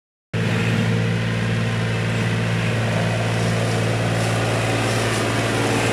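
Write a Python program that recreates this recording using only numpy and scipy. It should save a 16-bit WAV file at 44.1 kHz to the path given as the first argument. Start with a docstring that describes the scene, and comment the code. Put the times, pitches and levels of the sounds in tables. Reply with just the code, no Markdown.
"""A deep exhaust drone is heard first: a small road roller with a three-cylinder diesel comes closer
over open dirt at a steady, governed speed. Periodic firings make the drone, puff through the silencer
and shake the hood, while combustion knock rings the block. Fan and pumps whine, the drum hums, loose
panels rattle in spells and there is one small crack, as of a stone under a wheel. A hiss grows as
the machine nears and turns its side to the listener."""
import sys
import numpy as np
from scipy import signal
from scipy.fft import rfft, irfft, next_fast_len
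from scipy.io import wavfile
from scipy.ndimage import map_coordinates

SR = 44100
rng = np.random.default_rng(int(sys.argv[2]) if len(sys.argv) > 2 else 0)


def store_pcm(level_fs):
    """Save levels as 16-bit WAV."""
    pcm = np.round(np.clip(level_fs, -1, 1) * 32767).astype(np.int16)
    wavfile.write(sys.argv[1], SR, np.atleast_2d(pcm).T)


N = 261072
TIME = np.arange(N) / SR
START_S, CUTOFF_HZ = .335, 13900

# The governor hunts a little. Each row: time in seconds, four-stroke cycles per second.
CYCLE_RATE = [(0.5, 18.629), (0.6, 18.911), (1.4, 18.92), (2.0, 18.775), (2.3, 18.905), (2.8, 18.879),
              (3.0, 18.718), (3.5, 18.984), (3.8, 18.714), (4.2, 18.925), (4.6, 18.73), (5.0, 18.934),
              (5.1, 18.69), (5.6, 18.893)]
# Each row: time in seconds, nearness (0 far, 1 near), turn (0 from behind, 1 side-on).
PATH = [(.3, 0.05, 0), (1.2, 0, 0.26), (2.0, 0.29, 0.21), (2.7, 0.22, 0), (3.4, 0.63, 0.24),
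        (4.1, 0.83, 0.093), (4.5, 0.94, 0.48), (5.1, 0.89, 1.03), (5.9, 0.93, 1.14)]
# The engine takes load briefly. Each row: centre in seconds, half length in seconds, strength.
LOAD_SURGES = [(.52, 0.11, 1.05), (.75, 0.15, 1), (2.23, 0.11, 0.7), (2.64, 0.23, 0.8), (2.99, 0.16, 0.63),
               (5.03, 0.053, 0.3), (5.87, .14, 0.3)]
# Each part: level in dB far off, then dB gained when near, when side-on and under load.
DRONE_DB, OVERTONE_DB = (-23.5, 0.65, -2.5, 0), (-25, -4, -9.5, -0.5)
PUFF_DB, HOOD_DB = (-34.5, -7.5, 9.5, 9), (-40, 12, -2, 1.5)
CLATTER_DB, HISS_DB = (-31, 1.82, 2.34, 1.86), (-43.5, 5.5, 2, 1.5)
# The two main exhaust tones swell or fade.
# Each row: centre in seconds, half length in seconds, drone change in dB, overtone change in dB.
EXHAUST_SWELLS = [(.95, .2, 2, 3), (2.79, 0.07, 0.5, -10), (3.024, 0.094, -1, 4), (3.205, 0.09, -0.5, -4),
                  (3.48, 0.084, 0, 6.5), (3.965, 0.037, 0, -8), (4.93, 0.11, .7, -10), (5.175, .07, -1, -4)]
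# Weaker engine tones. Each row: multiple of the cycle rate, relative level in dB far off and near.
HARMONICS = [(3, -43, -42), (5, -47, -50), (7, -39.5, -38), (8, -39, -44), (10, -46, -45), (11, -40, -50),
             (12, -35, -38), (13, -48, -46), (14, -55, -44), (15, -50, -32), (18, -51, -38), (19, -47, -36),
             (20, -47, -36), (22, -46, -38), (23, -46, -48), (24, -48, -44), (25, -46, -54), (27, -40, -37),
             (28, -50, -43), (30, -51, -36), (32, -51, -46), (33, -49, -48), (34, -50, -45), (35, -56, -43),
             (36, -52, -43)]
# Spectra of the noisy parts. Each row: frequency in Hz, relative spectral density in dB.
PUFF_SPECTRUM = [(30, -39), (60, -11.5), (90, -7), (125, 0.5), (165, 0), (215, -0.5), (260, -3.5),
                 (340, -9), (600, -16)]
HOOD_SPECTRUM = [(150, -20), (250, 5), (330, -5), (450, 1.5), (620, 3), (750, 8.5), (850, -11), (1200, -28),
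                 (2500, -38)]
CLATTER_SPECTRUM = [(400, -32), (850, 0.5), (1000, -1), (1250, -3), (1600, -0.5), (1950, -1), (2200, -2),
                    (2600, -2), (3100, -6.5), (3700, -11.5), (4400, -16), (7000, -25), (13000, -79)]
HISS_SPECTRUM = [(2000, -10), (3800, 3), (4500, 0.5), (5400, 2), (6400, -2), (7500, -0.5), (8400, -4),
                 (9700, 0), (10600, -6.5), (11600, -13.5), (13000, -18), (14000, -20)]
STONE_SPECTRUM = [(2500, -14), (4000, -8), (5200, 12), (6500, -9), (10000, -13), (13000, -22)]
# The hood's boom moves as the machine turns. Each row: time in seconds, resonance in Hz, gain.
HOOD_BOOM = [(.4, 445, 2.5), (1.1, 477, 1.7), (1.7, 506, 0.68), (2.6, 605, 0.89), (2.98, 610, 3.6),
             (3.35, 650, 0.62), (3.85, 450, 1.4), (4.3, 590, 0.53), (4.75, 635, 0.27), (5.15, 357, 1.7),
             (5.9, 406, 0.97)]
# The block's modes. Each row: frequency in Hz, bandwidth in Hz, boost in dB.
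BLOCK_RESONANCES = [(1420, 40, 2.5), (1570, 80, 1.5), (1930, 90, 2), (2550, 240, 1), (3230, 110, 1.5),
                    (3690, 130, 1.5)]
# The hiss swells, as of grit crushed under wheels and drum.
# Each row: centre in seconds, half length in seconds, boost in dB, gain of the scraping band.
GRIT_SWELLS = [(3.44, 0.1, 2, 1.0), (3.73, 0.14, 2, 0.17), (4.243, 0.078, 3, 0.29),
               (4.95, 0.091, 2.5, 0.61), (5.158, 0.043, 4, 0), (5.758, 0.14, 0.9, 0)]
# The fan's blade tone beams unevenly. Each row: time in seconds, relative level in dB.
FAN_LEVEL = [(0.34, -30.5), (1.0, -28), (1.2, -39.5), (1.85, -33), (3.1, -37.5), (3.8, -28.5), (4.15, -56),
             (5.4, -41), (5.6, -26.5)]
# Pumps and gears. Each row: multiple of the cycle rate, relative level in dB far off and near.
PUMP_TONES = [(40.63, -49.5, -39), (70.3, -53, -57), (73.7, -50.5, -74), (84.3, -51, -57)]
# Modes of loose panels. 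Each row: frequency in Hz, bandwidth per filter pass in Hz, relative level in dB.
PANEL_RESONANCES = [(2093, 130, -4.5), (2506, 180, -2), (2744, 160, -5.5), (3650, 140, -16),
                    (7600, 450, -15)]
# Spells of rattling. Each row: centre in seconds, half length in seconds, level in dB.
RATTLE_SPELLS = [(.63, .2, -34.5), (2.16, 0.059, -35), (2.67, .1, -34.5), (4.33, .12, -47),
                 (4.762, 0.28, -37), (5.86, 0.15, -29.5)]
# A small crack. Each row: start in seconds, level in dB.
STONE_CRACKS = [(3.715, -28)]


def exhaust(cycle, near, turn, load):
    """Periodic firing gives harmonics of three per cycle; one unequal cylinder adds the tones between."""
    drone_db = level(DRONE_DB, near, turn ** 2, load)   # the deep drone is shadowed last
    drone_db += swells((s, length, db) for s, length, db, _ in EXHAUST_SWELLS)
    overtone_db = level(OVERTONE_DB, near, turn, load)
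    overtone_db += swells((s, length, db) for s, length, _, db in EXHAUST_SWELLS)
    phase_lag = (1 - near) / 4 + .1   # far off, reflections put the harmonics out of step
    out = tone(6 * cycle, drone_db, flutter=.03, flutter_hz=6)
    out += tone(9 * cycle - phase_lag, overtone_db, flutter=.1, flutter_hz=6)
    low_blend = near + 0.29 * (turn - near)   # the low tones follow the turn in part
    for k, far_db, near_db in HARMONICS:
        crank = cycle - .64 if k % 3 else cycle   # the unequal cylinder fires .64 into the cycle
        scatter = (rng.random() - .5) * k / 24   # the higher the tone, the more out of step
        blend = low_blend if k <= 20 else near
        tone_db = far_db + (near_db - far_db) * blend - .2
        out += tone(k * crank + scatter, tone_db, flutter=0.23, flutter_hz=3.3)
    return -out


def block_clatter(cycle, knock, near, turn, load):
    """Impact excitation: combustion knock rings the modes of the engine block."""
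    clatter = coloured(contacts(cycle, repeat=0.24) * knock, CLATTER_SPECTRUM)
    clatter += sum((from_db(db) - 1) * resonance(clatter, hz, width) for hz, width, db in BLOCK_RESONANCES)
    # with nearness a metallic ring recedes and two hollow bands come forward
    clatter += (.55 - .55 * near) * resonance(clatter, hz=1890, width_hz=150)
    clatter += (.75 * near - .3) * resonance(clatter, hz=1170, width_hz=180)
    clatter += (.5 * near - .5) * resonance(clatter, hz=850, width_hz=280)
    clatter = reflections(clatter, count=4, share=0.17, longest_ms=7, wander_ms=0.27)
    return from_db(level(CLATTER_DB, near, turn, load)) * clatter


def silencer_puffs(cycle, near, turn, load):
    """Cavity resonance: the gas pulse of each firing rings the silencer."""
    gas = contacts(cycle, repeat=0.15)
    gas *= strokes(cycle, count=3, decay=0.14, depth=2.8, uneven_db=1.5, lag=0.07)
    puffs = coloured(gas, PUFF_SPECTRUM)
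    puffs += .5 * resonance(puffs, hz=202, width_hz=19)
    return from_db(level(PUFF_DB, near, turn, load)) * rms_one(puffs)


def hood_rumble(cycle, near, turn, load):
    """Forced vibration: each firing shakes the hood, which radiates most at its resonances."""
    boom_hz, boom_gain = in_time(HOOD_BOOM)
    shaking = contacts(cycle, repeat=0.1)
    shaking *= strokes(cycle, count=3, decay=1.0, depth=4.3, uneven_db=0.8, lag=0.016)
    hood = coloured(shaking, HOOD_SPECTRUM)
    hood += boom_gain * moving_resonance(hood, boom_hz, width_hz=100)
    # the side panel comes out of shadow with nearness, the flank with the turn
    hood += (0.7 * near - .75) * resonance(hood, hz=720, width_hz=180)
    hood += (1.18 * turn - 0.52) * resonance(hood, hz=278, width_hz=110)
    return from_db(level(HOOD_DB, near, turn, load)) * hood


def injector_and_air_hiss(cycle, knock, near, turn, load):
    """Amplitude-modulated noise: injectors and cooling air hiss in pulses, brighter when louder."""
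    hiss_db = level(HISS_DB, near, turn, load)
    hiss_db += swells((s, length, db) for s, length, db, _ in GRIT_SWELLS)
    scrape = swells((s, length, gain) for s, length, _, gain in GRIT_SWELLS)
    ticks = strokes(cycle, count=6, decay=0.45, depth=0.91, uneven_db=3, lag=0.4)
    hiss = coloured(rng.standard_normal(N) * ticks * knock, HISS_SPECTRUM)
    sizzle = signal.sosfilt(signal.butter(1, 7000, "high", fs=SR, output="sos"), hiss)
    hiss += 0.12 * (hiss_db - np.mean(hiss_db)) * sizzle
    hiss += scrape * resonance(hiss, hz=5500, width_hz=490)
    return from_db(hiss_db) * reflections(hiss, count=5, share=0.12, longest_ms=8, wander_ms=0.14)


def fan_and_pumps(cycle, near):
    """Rotational tones: belts and gears hold each pitch at a fixed ratio to the crank speed."""
    fan_db, = in_time(FAN_LEVEL)
    out = tone(24.3 * cycle, fan_db - 3, flutter=0.22, flutter_hz=7.1)   # 24.3 blade passes a cycle
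    for ratio, far_db, near_db in PUMP_TONES:
        whine_db = far_db + (near_db - far_db) * near + .3
        out += tone(ratio * cycle + rng.random(), whine_db, flutter=0.22, flutter_hz=3.7)
    return out


def drum_hum(hz, level_db):
    """A nearly pure tone: the drum hums low and faint."""
    return tone(hz * TIME, level_db, flutter=.12, flutter_hz=2)


def panel_rattle(cycle):
    """Modal vibration: firings shake loose panels in spells, and each mode comes and goes at random."""
    shaking = strokes(cycle, count=3, decay=0.3, depth=1.0, uneven_db=-5.5, lag=0.45)
    out = np.zeros(N)
    for hz, width_hz, level_db in PANEL_RESONANCES:
        impacts = rng.standard_normal(N) * shaking
        ringing = resonance(resonance(impacts, hz, width_hz), hz, width_hz)
        swell_db = 4 * np.tanh(drift(1.5))
        out += from_db(level_db + swell_db) * rms_one(ringing)
    return swells((s, length, from_db(db)) for s, length, db in RATTLE_SPELLS) * rms_one(out)


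def stone_crack(decay_s):
    """A damped transient: bright noise starts abruptly and decays exponentially."""
    burst = sum(from_db(db) * (TIME > s) * np.exp(-np.abs(TIME - s) / decay_s) for s, db in STONE_CRACKS)
    return burst * coloured(rng.standard_normal(N), STONE_SPECTRUM)


def tone(turns, level_db, flutter, flutter_hz):
    """Random modulation: a sine of the given rms level flutters in amplitude and phase."""
    angle = 2 * np.pi * turns
    in_phase = (1 + flutter * drift(flutter_hz)) * np.cos(angle)
    quadrature = flutter * drift(flutter_hz) * np.sin(angle)
    return np.sqrt(2) * from_db(level_db) * (in_phase + quadrature)


def strokes(cycle, count, decay, depth, uneven_db, lag):
    """Pulse-train envelope: count uneven blows a cycle, with decay and lag as shares of their spacing."""
    beat = cycle * count + 1 - lag
    strength = from_db(uneven_db * rng.standard_normal(2048))[beat.astype(int) % 2048]
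    age = beat % 1
    return rms_one(1 + depth * strength * np.exp(-age / decay) * (1 - np.exp(-age / 0.041)))


def contacts(cycle, repeat):
    """Partly periodic noise of dense impacts: the share repeat of its power recurs every cycle."""
    pattern = rng.standard_normal(2340)
    recurring = rms_one(map_coordinates(pattern, [cycle % 1 * len(pattern)], order=1, mode="grid-wrap"))
    return np.sqrt(repeat) * recurring + np.sqrt(1 - repeat) * rng.standard_normal(N)


def reflections(x, count, share, longest_ms, wander_ms):
    """Comb filtering: echoes off canopy, wheels and drum interfere along slowly changing paths."""
    out = x.copy()
    for lag_ms in np.linspace(longest_ms / count, longest_ms, count) * rng.uniform(.85, 1.15, count):
        lag = (lag_ms + wander_ms * drift(0.3)) * SR / 1000
        out += share * rng.choice([-1, 1]) * map_coordinates(x, [np.arange(N) - lag], order=3)
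    return rms_one(out)


def resonator(hz, width_hz):
    """Filter coefficients of a damped oscillator with a peak gain of 1."""
    r = np.exp(-np.pi * width_hz / SR)
    return (1 - r * r) / 2 * np.array([1, 0, -1]), [1, -2 * r * np.cos(2 * np.pi * hz / SR), r * r]


def resonance(x, hz, width_hz):
    """Forced response of a damped oscillator to x."""
    return signal.lfilter(*resonator(hz, width_hz), x)


def moving_resonance(x, hz, width_hz):
    """Time-varying resonance: the centre follows the curve hz, block by block."""
    out, state = np.zeros(N), np.zeros(2)
    for i in range(0, N, 512):
        out[i:i + 512], state = signal.lfilter(*resonator(hz[i], width_hz), x[i:i + 512], zi=state)
    return out


def coloured(x, spectrum):
    """Spectral shaping to an rms of 1, falling 6.6 dB per octave past the table's ends."""
    size = next_fast_len(N + SR // 4)
    octave = np.log2(np.maximum(np.arange(size // 2 + 1) * SR / size, 1))
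    hz, db = np.transpose(spectrum)
    outside = np.abs(octave - np.clip(octave, np.log2(hz[0]), np.log2(hz[-1])))
    gain = from_db(np.interp(octave, np.log2(hz), db) - 6.6 * outside)
    return rms_one(irfft(rfft(x, size) * gain, size)[:N])


def drift(hz):
    """Slow random fluctuation: low-passed noise with an rms of 1."""
    r = np.exp(-80 * np.pi * hz / SR)
    slow = signal.lfilter([1], [1, -2 * r, r * r], rng.standard_normal(N // 40 + 2002))[2000:]
    return np.interp(np.arange(N) / 40, np.arange(len(slow)), rms_one(slow))


def level(law, near, turn, load):
    """Gains add in dB: a part's level follows distance, heading and engine load."""
    far_db, near_db, turn_db, load_db = law
    return far_db + near_db * near + turn_db * turn + load_db * load


def swells(rows):
    """Sum of Gaussian bumps. Each row: centre in seconds, half length in seconds, height."""
    return sum(height * np.exp(-((TIME - s) / length) ** 2) for s, length, height in rows)


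def in_time(rows):
    """Linear interpolation: one curve for each column after the time."""
    s, *columns = np.transpose(rows)
    return [np.interp(TIME, s, c) for c in columns]


def from_db(db):
    return 10 ** (np.asarray(db) / 20)


def rms_one(x):
    return x / np.sqrt(np.mean(x ** 2) + 1e-20)


def scene():
    """Superposition: the sources add, and one slightly wavering crank times all the engine's parts."""
    speed, = in_time(CYCLE_RATE)
    near, turn = in_time(PATH)
    load = swells(LOAD_SURGES)
    cycle = np.cumsum(speed * (1 + .0012 * drift(12))) / SR
    mix = sum(part(cycle, near, turn, load) for part in (exhaust, silencer_puffs, hood_rumble))
    knock = strokes(cycle, count=3, decay=0.16, depth=0.62, uneven_db=0.5, lag=0.45)
    mix += block_clatter(cycle, knock, near, turn, load)
    mix += injector_and_air_hiss(cycle, knock, near, turn, load)
    mix += fan_and_pumps(cycle, near) + drum_hum(hz=41, level_db=-50.5)
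    mix += panel_rattle(cycle) + stone_crack(decay_s=0.0046)
    return mix[None]


def record(dry):
    """Gating and band limiting: the sound sets in at START_S, and a steep low-pass cuts the top."""
    onset = np.clip((TIME - START_S) / .002, 0, 1)
    return signal.sosfilt(signal.ellip(12, .1, 90, CUTOFF_HZ, fs=SR, output="sos"), dry * onset)


dry = scene()
out = record(dry)
store_pcm(out)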